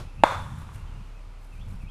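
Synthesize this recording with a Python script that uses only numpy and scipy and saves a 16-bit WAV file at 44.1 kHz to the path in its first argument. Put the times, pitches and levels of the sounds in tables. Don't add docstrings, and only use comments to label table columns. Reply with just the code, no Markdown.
import sys
import numpy as np
from scipy import signal
from scipy.fft import rfft, irfft
from scipy.io import wavfile
from scipy.ndimage import uniform_filter1d

SR = 44100
rng = np.random.default_rng(int(sys.argv[2]) if len(sys.argv) > 2 else 0)


def wav_record(signal):
    frames = np.transpose(np.atleast_2d(signal))
    bounded = np.clip(frames, -1, 1)
    quanta = np.round(bounded * 32767).astype(np.int16)
    wavfile.write(sys.argv[1], SR, quanta)


N = 83790

# frequency_hz, relative_db
AIR_SPECTRUM = [(120, -45), (200, -7), (240, -3.5), (298, -1.5), (405, -4.5), (624, -4.5), (721, -7.5),
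                (789, -4), (1410, -6.5), (1690, -14), (2460, -10), (3010, -15), (15000, -32.5)]
# frequency_hz, relative_db
SIDE_SPECTRUM = [(100, 1), (500, -12.5), (2000, -11), (4500, -2.5), (8000, -5.5), (11000, -24)]
# time_s, level_db
HUM_LEVELS = [(0, -40), (.3, -46.5), (0.549, -55), (.74, -52), (.86, -42), (1.2, -41), (1.6, -40),
              (1.9, -41)]
# time_s, level_db
GUST_LEVELS = [(0, -34), (.06, -38), (.12, -51.5), (0.201, -36), (.29, -44), (.36, -34.5), (.62, -37),
               (.71, -44), (.77, -38), (.87, -43.5), (1.011, -39), (1.08, -51), (1.481, -51.5),
               (1.62, -40.5), (1.751, -37), (1.79, -46.5), (1.85, -39), (1.9, -48.5)]
# frequency_hz, relative_db
WIND_SPECTRUM = [(20, -4), (45, -2), (90, 2), (160, -6.5), (230, -16), (330, -28.5), (600, -43.5),
                 (2000, -70.5)]
# start_s, level_db
MIC_BUMPS = [(.192, -27), (1.005, -33), (1.722, -25), (1.742, -23), (1.836, -20)]
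# pitch_hz, relative_db, t60_s
MIC_BUMP_MODES = [(85, 0, .05), (150, -6, .04)]
# frequency_hz, relative_db
WASH_SPECTRUM = [(180, -44), (300, -4), (943, -6.5), (1110, -4), (1620, -13.5), (3330, -15), (10800, -28),
                 (15000, -29.5)]
# pitch_hz, width_hz, level_db, fade_start_s
INSECT_WHINES = [(10100, 310, -78, .23), (9200, 500, -83, 2.2)]
# start_s, level_db
BIRD_WHISTLES = [(1.515, -60), (1.80, -59)]
# age_s, pitch_hz, relative_db
WHISTLE_SHAPE = [(0, 2750, -7), (.022, 2370, 0), (.04, 2350, 0), (.06, 2380, -10), (.08, 2720, -1),
                 (.103, 3500, 0), (.12, 3700, -14)]
# start_s, length_s, first_hz, last_hz, level_db
BIRD_NOTES = [(.06, 0.083, 2570, 2540, -65), (0.161, 0.065, 2630, 2650, -60), (0.743, 0.1, 2807, 2760, -65),
              (0.853, 0.04, 3425, 3070, -65), (.87, 0.22, 2755, 2910, -67), (1.125, .09, 2510, 2460, -69)]
# peak_s, spread_s, level_db
RUSTLE_SWELLS = [(0.602, 0.025, -59), (0.75, .006, -59), (0.764, 0.035, -62), (1.44, 0.023, -64.5),
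                 (1.556, 0.049, -66.5), (1.716, 0.037, -64), (1.825, 0.021, -66)]
# frequency_hz, relative_db
RUSTLE_SPECTRUM = [(500, -8), (1500, 10), (4000, -2.5), (7000, 0.5), (10500, 4), (15000, -4)]
# start_s, level_db
FAR_KNOCKS = [(0.4644, -40), (.619, -40.5), (0.6909, -39.5), (0.7183, -44.5)]
# pitch_hz, relative_db, t60_s
TARGET_MODES = [(994, -6, .04), (1144, -1.5, 0.032), (1400, -12, .025)]
# frequency_hz, relative_db
WOODS_SPECTRUM = [(300, -32.5), (700, -9.5), (1000, 0.5), (1400, -5), (2000, -13.5), (3000, -20),
                  (3550, -17), (4600, -25), (9000, -24), (15000, -33.5)]
# frequency_hz, relative_db
SCATTER_SPECTRUM = [(150, -18.5), (400, -23), (520, -8.5), (600, -5), (710, -10.5), (850, 0.5),
                    (1150, -2.5), (1550, -6), (1830, -19), (2060, -12.5), (2350, -18.5), (2550, -17.5),
                    (3100, -29), (3520, -15), (3850, -23.5), (4200, -24.5), (4800, -31), (7200, -31.5),
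                    (10500, -37.5), (15000, -44.5)]
# pitch_hz, width_hz, level_db, t60_s
SCATTER_RINGS = [(3510, 230, -46, 0.92), (540, 90, -37, 0.5)]
# delay_s, gain_db, cutoff_hz
REFLECTIONS = [(.0033, -11.3, 2450), (.007, -23.7, 2800), (.0165, -30, 1990), (.0385, -31, 1800),
               (.0855, -27.5, 1100)]
# frequency_hz, relative_db
CRACK_SPECTRUM = [(6500, -36.5), (8000, -4), (12000, 3.5), (14500, -14)]
# pitch_hz, relative_db, t60_s
CROSSBOW_MODES = [(268, -15, .0045), (637, -14, .0092), (796, -11.3, .0087), (1257, -36, .036),
                  (1550, -24.6, .0125), (2260, -30, .0135), (2830, -15.2, .0032), (3680, -25, .012),
                  (4145, -7, .0041), (5090, -16, .0055), (7130, -12, .0075), (8720, -10, .0074)]

SNAP_S = .23643


def undb(db):
    return 10 ** (np.asarray(db) / 20)


def since(start):
    return np.maximum(np.arange(N) / SR - start, 0)


def fade(age, t60):
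    return np.exp(-np.log(1000) * age / t60)


def noise(spectrum):
    hz, db = np.array(spectrum, float).T
    f = np.maximum(np.fft.rfftfreq(N, 1 / SR), 1)
    gain = undb(np.interp(np.log(f), np.log(hz), db))
    x = irfft(rfft(rng.standard_normal(N)) * gain, N)
    return x / x.std()


def band(hz, width):
    f = np.fft.rfftfreq(N, 1 / SR)
    x = irfft(rfft(rng.standard_normal(N)) / (1 + ((f - hz) / (width / 2)) ** 2), N)
    return x / x.std()


def drift(rate_hz):
    hold = int(SR / rate_hz)
    steps = np.repeat(rng.standard_normal(N // hold + 1), hold)
    x = uniform_filter1d(uniform_filter1d(steps, hold), hold)[:N]
    return x / x.std()


def ring(modes, age):
    return sum(undb(db) * np.sin(2 * np.pi * hz * age) * fade(age, t60) for hz, db, t60 in modes)


def dull(x, hz):
    return signal.sosfilt(signal.butter(2, hz, fs=SR, output="sos"), x)


def air(level_db=-57, sway_db=.78):
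    return noise(AIR_SPECTRUM) * undb(level_db + sway_db * drift(6.24))


def hum(pitch_hz=35, wobble=.039, sway_db=1.2):
    hz = pitch_hz * (1 + wobble * drift(6.7))
    level_db = np.interp(since(0), *np.array(HUM_LEVELS).T) + sway_db * drift(4.5)
    return np.sqrt(2) * np.sin(2 * np.pi * np.cumsum(hz) / SR) * undb(level_db)


def wind():
    return noise(WIND_SPECTRUM) * undb(np.interp(since(0), *np.array(GUST_LEVELS).T))


def bumps(rise_s=.004):
    return sum(undb(db) * ring(MIC_BUMP_MODES, since(start)) * (1 - np.exp(-since(start) / rise_s))
               for start, db in MIC_BUMPS)


def wash(level_db=-43.5):
    return undb(level_db) * fade(since(0), t60=.24) * noise(WASH_SPECTRUM)


def insects():
    return sum(undb(db) * fade(since(end), t60=.082) * band(hz, width)
               for hz, width, db, end in INSECT_WHINES)


def birds(waver=.032, flutter_db=2):
    def tone(hz):
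        return np.sin(2 * np.pi * np.cumsum(hz * (1 + waver * drift(200))) / SR)
    t, song = since(0), 0
    ages, pitches, shape_db = np.array(WHISTLE_SHAPE).T
    for start, db in BIRD_WHISTLES:
        gate = uniform_filter1d(1. * (t > start) * (t < start + ages[-1]), size=200)
        envelope = gate * undb(db + np.interp(t - start, ages, shape_db))
        song += envelope * tone(np.interp(t - start, ages, pitches))
    for start, length, first_hz, last_hz, db in BIRD_NOTES:
        progress = np.clip((t - start) / length, 0, 1)
        envelope = undb(db) * np.sqrt(np.abs(np.sin(np.pi * progress)))
        song += envelope * tone(first_hz + (last_hz - first_hz) * progress)
    song *= undb(flutter_db * drift(120))
    foliage = rng.standard_normal(N) * fade(t, t60=.2)
    return song + signal.fftconvolve(song, foliage / np.linalg.norm(foliage))[:N]


def rustles(grain_db=3):
    swells = sum(undb(db) * np.exp(-((since(0) - peak) / spread) ** 2 / 2)
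                 for peak, spread, db in RUSTLE_SWELLS)
    return swells * noise(RUSTLE_SPECTRUM) * undb(grain_db * drift(400))


def knocks():
    return sum(undb(db) * ring(TARGET_MODES, since(start)) for start, db in FAR_KNOCKS)


def echoes(scatter_db=-26, sag_db_per_s=44.5, hold_s=.11, woods_db=-41, woods_rise_s=.0488, patchy_db=.5):
    age = since(SNAP_S)
    envelope = undb(scatter_db - sag_db_per_s * age) * fade(since(SNAP_S + hold_s), t60=.46)
    scatter = envelope * noise(SCATTER_SPECTRUM)
    rings = sum(undb(db) * fade(age, t60) * band(hz, width) for hz, width, db, t60 in SCATTER_RINGS)
    early = (1 - np.exp(-age / .003)) * (scatter + rings)
    woods = undb(woods_db) * fade(age, t60=1.98) * noise(WOODS_SPECTRUM)
    late = (1 - np.exp(-age / woods_rise_s)) * woods
    return (early + late) * undb(patchy_db * drift(150))


def stock_blow(start, gain_db=24, rise_s=.00086, contact_hz=1630):
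    age = since(start)
    motion_modes = [(hz, db - 20 * np.log10(2 * np.pi * hz), t60) for hz, db, t60 in CROSSBOW_MODES]
    motion = ring(motion_modes, age) * (1 - np.exp(-age / rise_s))
    speed = np.gradient(motion) * SR
    return undb(gain_db) * dull(speed, contact_hz)


def crossbow(crack_db=-39, crack_rise_s=.001):
    progress = np.minimum(since(SNAP_S) / crack_rise_s, 2)
    crack = undb(crack_db) * np.sqrt(progress * (2 - progress)) * noise(CRACK_SPECTRUM)
    reflections = sum(undb(db) * dull(stock_blow(SNAP_S + delay), hz) for delay, db, hz in REFLECTIONS)
    return stock_blow(SNAP_S) + crack + reflections


def scene(side_db=-82.5):
    shot = crossbow() + echoes() + knocks()
    mid = shot + rustles() + wash() + birds() + insects() + bumps() + wind() + hum() + air()
    side = undb(side_db) * noise(SIDE_SPECTRUM)
    return np.array([mid + side, mid - side])


def record(dry, ceiling=.95, knee=12, rolloff_hz=12500, top_hz=15000):
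    clipped = dry / (1 + np.abs(dry / ceiling) ** knee) ** (1 / knee)
    top_cut = signal.ellip(8, .1, 70, top_hz, fs=SR, output="sos")
    return signal.sosfilt(top_cut, dull(clipped, rolloff_hz))


dry = scene()
out = record(dry)
wav_record(out)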